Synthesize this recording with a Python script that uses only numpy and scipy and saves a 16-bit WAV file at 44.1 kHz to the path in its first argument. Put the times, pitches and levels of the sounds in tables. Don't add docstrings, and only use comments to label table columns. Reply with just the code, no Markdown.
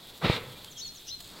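import sys
import numpy as np
from scipy import signal
from scipy.fft import rfft, irfft, next_fast_len
from scipy.io import wavfile
from scipy.ndimage import map_coordinates

SR = 44100
rng = np.random.default_rng(int(sys.argv[2]) if len(sys.argv) > 2 else 0)


def unload_audio(sound):
    columns = np.transpose(np.atleast_2d(sound))
    steps = np.round(np.clip(columns, -1, 1) * 32767)
    wavfile.write(sys.argv[1], SR, steps.astype(np.int16))


N = 61739
T = np.arange(N) / SR


def amp(db):
    return 10 ** (np.asarray(db) / 20)


def unit(x):
    return x / np.sqrt(np.mean(x ** 2) + 1e-20)


def along(points, hz):
    f, value = np.transpose(points)
    return np.interp(np.log(hz + 1), np.log(f + 1), value)


def wobble(knots_per_s):
    return map_coordinates(rng.standard_normal(int(N * knots_per_s / SR) + 4), [T * knots_per_s])


def filtered(x, response):
    size = next_fast_len(N + SR // 2)
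    return irfft(rfft(x, size) * response(np.fft.rfftfreq(size, 1 / SR)), size)[..., :N]


def noise(spectrum):
    return unit(filtered(rng.standard_normal(N), lambda hz: amp(along(spectrum, hz))))


def tone(hz):
    return np.sqrt(2) * np.sin(2 * np.pi * np.cumsum(hz) / SR)


def band(width_hz, hz):
    phase = 2 * np.pi * np.cumsum(hz) / SR
    return unit(wobble(3 * width_hz) * np.cos(phase) + wobble(3 * width_hz) * np.sin(phase))


def decay(start_s, t60_s, attack_s):
    t = np.maximum(T - start_s, 0)
    return (1 - np.exp(-t / attack_s)) * amp(-60 * t / t60_s)


def arch(start_s, length_s):
    return np.sqrt(np.abs(np.sin(np.pi * np.clip((T - start_s) / length_s, 0, 1))))


def swell(crest_s, sigma_s):
    return np.exp(-0.5 * ((T - crest_s) / sigma_s) ** 2)


def echo(x, t60s):
    hz, t, bins = signal.stft(rng.standard_normal(SR), SR, nperseg=256)
    tail = signal.istft(bins * amp(-60 * t / along(t60s, hz)[:, None]), SR, nperseg=256)[1]
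    tail *= 1 - np.exp(-np.arange(len(tail)) / SR / 0.0013)
    return signal.fftconvolve(x, tail / np.linalg.norm(tail))[:N]


# f/Hz, level/dB
MURMUR_SPECTRUM = [(25, 2), (70, -5.5), (140, 1.5), (300, -3.5), (700, -12), (1500, -21.5), (2500, -31),
                   (6000, -40)]


def murmur():
    steady = noise(MURMUR_SPECTRUM)
    rumble = amp(-10) * noise([(25, -3), (80, 1.5), (160, -4.5), (500, -39)]) * amp(4.4 * wobble(13.8))
    side = amp(-15) * noise(MURMUR_SPECTRUM) * [[1], [-1]]
    return amp(-58) * (steady + rumble + side)


# f/Hz, t60/s
ROOM_DECAY = [(100, 1), (500, 1), (2000, 0.73), (4000, 0.2), (10000, 0.56)]


def room(x):
    return echo(x, ROOM_DECAY)


def boom(start_s, hz=128, width_hz=12):
    return amp(-41) * decay(start_s, t60_s=0.77, attack_s=0.016) * band(width_hz, np.full(N, hz))


# t/s, length/s, top f/Hz, end f/Hz, level/dB
CHIRP_NOTES = [(0.7, 0.035, 7440, 5380, -53), (0.769, 0.038, 7640, 5570, -57),
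               (0.851, 0.048, 7400, 4830, -49), (.944, 0.046, 7130, 4940, -52.5)]
# t/s, length/s, f/Hz, level/dB
PEEP_NOTES = [(0.553, .035, 2377, -58.5), (0.677, 0.014, 3200, -49.5), (0.761, .025, 3240, -48)]


def chirps(crest_share=0.124, peep_fall_hz_per_s=1800):
    out = np.zeros(N)
    for start, length, top_hz, end_hz, db in CHIRP_NOTES:
        pitch = np.interp((T - start) / length, [0, crest_share, 1], [top_hz * 0.97, top_hz, end_hz])
        out += amp(db) * arch(start, length) * tone(pitch)
    for start, length, hz, db in PEEP_NOTES:
        pitch = hz - peep_fall_hz_per_s * (T - start - length / 2)
        out += amp(db) * arch(start, length) * tone(pitch)
    return out


# t/s, whistle f/Hz, whistle length/s, whistle level/dB, rasp level/dB, rasp f/Hz
CALL_NOTES = [(0.776, 4403, 0.093, -40.5, -42, 5950), (1.068, 4190, 0.052, -40, -43, 5620)]


def calls():
    slur_s, slur_from_ratio, slur_db = 0.05, 0.61, -16
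    sag_hz_per_s, fade_db = 2090, 13.5
    rasp_crest_s, rasp_fall_hz_per_s, thread_fall_hz_per_s = 0.01975, 12000, 8000
    out = np.zeros(N)
    for start, hz, length, db, rasp_db, rasp_hz in CALL_NOTES:
        t = T - start
        climb, held_s = np.clip(t / slur_s, 0, 1), np.maximum(t - slur_s, 0)
        pitch = hz * (slur_from_ratio + (1 - slur_from_ratio) * climb ** 1.4) - sag_hz_per_s * held_s
        gate = np.clip(t / 0.018, 0, 1) * np.clip((length - held_s) / 0.011, 0, 1)
        whistle = tone(pitch) + 0.54 * band(60, pitch)
        whistle_share = climb ** 6
        voice = whistle_share * whistle + (1 - whistle_share) * band(221, pitch)
        out += amp(db + slur_db * (1 - climb) - fade_db * (held_s / length) ** 2) * gate * voice
        rasp = band(590, rasp_hz - rasp_fall_hz_per_s * (t - rasp_crest_s))
        out += amp(rasp_db) * swell(start + rasp_crest_s, sigma_s=0.013) * rasp
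        clear_thread = band(80, rasp_hz - thread_fall_hz_per_s * (t - rasp_crest_s))
        out += amp(rasp_db - 10.5) * arch(start + 0.013, length_s=0.034) * clear_thread
    return out


def birds(long_t60_s=0.34, short_t60_s=0.054):
    call, chirp = calls(), chirps()
    direct = call * amp([[1.5], [-1.5]]) + chirp * amp([[-0.6], [0.6]])
    send = call + amp(-2.5) * chirp
    echoes = [echo(send, [(4000, long_t60_s)]) + amp(-1.5) * echo(send, [(4000, short_t60_s)])
              for _ in range(2)]
    return direct + amp(-3.5) * np.array(echoes)


# t/s, level/dB
PISTON_LEVELS = [(0, -56.5), (.19, -57), (.45, -59), (.62, -55.5), (.76, -63.5), (1.16, -69.5), (1.29, -56),
                 (1.4, -47.5)]
# f/Hz, level/dB
PISTON_SPECTRUM = [(60, -39), (200, -8), (400, -6), (900, -9), (2000, -14), (3000, -21), (4500, -10),
                   (6000, -22), (16000, -37)]


def piston_steam():
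    times, db = np.transpose(PISTON_LEVELS)
    return noise(PISTON_SPECTRUM) * amp(np.interp(T, times, db))


# f/Hz, level/dB
WATER_SPECTRUM = [(200, -6), (1000, -4), (2300, -9.5), (3450, 5), (4200, 6), (5600, -6), (7500, 0),
                  (9400, -9.5), (10600, -3), (14000, -9.5), (16000, -5.5)]


def crackles(per_s):
    pops = (rng.random(N) < per_s / SR) * (2 * rng.random(N) - 1)
    bursts = echo(pops, [(4000, 0.0056)])
    return unit(filtered(bursts, lambda hz: amp(along(WATER_SPECTRUM, hz))))


# f/Hz, level/dB
HISS_SPECTRUM = [(300, -18), (2300, -12.5), (2900, -9), (3450, 2), (4200, -3), (4900, -13.5), (6000, -17.5),
                 (6800, -15), (8300, -12.5), (9500, -20.5), (10500, -12.5), (11500, -21), (13300, -10.5),
                 (15000, -21.5), (15600, -17), (16500, -13.5)]
# t/s, level/dB, t60/s, tilt/(dB/octave)
WATER_SPITS = [(.072, -41, 0.011, 8.5), (.175, -46.5, 0.081, 4), (0.6468, -39, 0.013, -1.5),
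               (0.6453, -30.5, 0.011, -0.5), (.921, -47, 0.019, -4), (1.2034, -42.5, .05, 1),
               (1.2067, -35, 0.015, -0.5)]


def boiler(hiss_db=-50.5, flutter_db=1.4):
    hiss = noise(HISS_SPECTRUM) * amp(hiss_db + flutter_db * wobble(39.83))
    crackle = amp(-65) * crackles(per_s=91)
    sputter = amp(-47.5) * decay(1.207, t60_s=0.85, attack_s=0.0021) * crackles(per_s=500)
    spits = np.zeros(N)
    for start, db, t60, tilt in WATER_SPITS:
        spectrum = [(hz, level + tilt * np.log2(hz)) for hz, level in WATER_SPECTRUM]
        spits += amp(db) * decay(start, t60, attack_s=0.00023) * noise(spectrum)
    return hiss + crackle + sputter + spits + amp(-6.5) * room(spits)


PUFF_START_S, PUFF_RISE_S = 0.2105, 0.039
# f/Hz, level/dB
GUST_SPECTRUM = [(25, -8), (70, -9), (125, 1.5), (170, 6.5), (215, -0.5), (290, -10.5), (450, -9),
                 (800, -15), (2000, -57)]


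def gust():
    opening = np.clip((T - PUFF_START_S) / PUFF_RISE_S, 0, 1)
    return amp(-26) * noise(GUST_SPECTRUM) * swell(0.252, sigma_s=0.018) * opening ** 2


# t/s, level/dB
SLUGS = [(0.2483, -15), (0.2988, -6.5)]
# f/Hz, relative level/dB, t60/s
SLUG_MODES = [(62.7, -14, 0.028), (118, -1.5, 0.03), (335, -7.5, .02), (507, -20, 0.0063)]


def thumps():
    out = np.zeros(N)
    for start, db in SLUGS:
        for hz, mode_db, t60 in SLUG_MODES:
            envelope = amp(db + mode_db) * decay(start, t60, attack_s=0.0003)
            out -= envelope * np.cos(2 * np.pi * hz * (T - start))
    return out


def flow(rise_s, onset_db=-20, hold_s=0.12, sag_db_per_s=58.5, release_db_per_s=330):
    t = T - PUFF_START_S
    db = onset_db * np.clip(1 - t / rise_s, 0, 1) - sag_db_per_s * np.maximum(t - rise_s, 0)
    db -= release_db_per_s * np.maximum(t - PUFF_RISE_S - hold_s, 0)
    return amp(db) * np.clip(t / 0.0016, 0, 1)


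# f/Hz, width/Hz, relative level/dB
CUP_MODES = [(336.6, 17, -3), (459, 29, 0), (493, 20, 1), (546, 8.6, -17), (888, 55, -6.5), (1310, 50, -3),
             (2074, 29, -1.5), (2184, 9, -3), (2411, 20, -1), (2765, 13, -2), (3670, 88, -23)]


def exhaust_cup(lead_s=0.0051):
    def response(f):
        return sum(amp(db) * 1j * f * width / (hz ** 2 - f ** 2 + 1j * f * width)
                   for hz, width, db in CUP_MODES)

    drive = flow(PUFF_RISE_S - lead_s)
    ring = filtered(rng.standard_normal(N) * drive, response)
    return amp(-35) * unit(ring) * np.sqrt(np.mean(drive ** 2))


# f/Hz, level/dB
JET_SPECTRUM = [(100, -4.5), (300, -2), (520, 5.5), (700, -3.5), (900, -0.5), (1300, 0.5), (1600, -5),
                (2200, 2.5), (3000, -3.5), (3800, 2), (4500, -7), (5500, -19.5), (7000, -47), (10000, -47),
                (16000, -47)]
# f/Hz, level/dB
EDGE_SPECTRUM = [(1500, -24), (3000, -11), (3900, 4.5), (4500, -10), (5300, -14.5), (6300, -22),
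                 (8000, -19.5), (16000, -44)]
# f/Hz, level/dB
SPURT_SPECTRUM = [(100, -15), (500, -2), (850, 2.5), (1400, 2.5), (2200, -15), (6000, -50)]


def puff(crossover_hz=1500, treble_onset_db=-9):
    rush = exhaust_cup() + amp(-28) * noise(JET_SPECTRUM) * amp(wobble(120.2)) * flow(PUFF_RISE_S)
    body = filtered(rush, lambda hz: 1 / (1 + (hz / crossover_hz) ** 4))
    closed = np.clip(1 - (T - PUFF_START_S) / PUFF_RISE_S, 0, 1)
    treble = (rush - body) * amp(treble_onset_db * closed ** 2)
    edge = amp(-37) * noise(EDGE_SPECTRUM) * swell(0.338, sigma_s=0.027)
    spurt = amp(-34) * decay(PUFF_START_S + 0.0039, t60_s=0.39, attack_s=0.0029) * noise(SPURT_SPECTRUM)
    return body + treble + edge + spurt


def scene():
    steam, buffet = puff(), gust() + thumps()
    reverb = amp(-11) * room(steam) + amp(-18.5) * room(buffet) + boom(start_s=SLUGS[-1][0])
    engine = steam + reverb + boiler() + piston_steam()
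    walls = amp(-39) * echo(steam, [(1000, 0.029)]) * [[1], [-1]]
    return engine * amp([[-0.1], [0.1]]) + buffet * amp([[-0.4], [0.4]]) + walls + birds() + murmur()


def record(dry):
    return filtered(dry, lambda hz: hz < 15900)


dry = scene()
out = record(dry)
unload_audio(out)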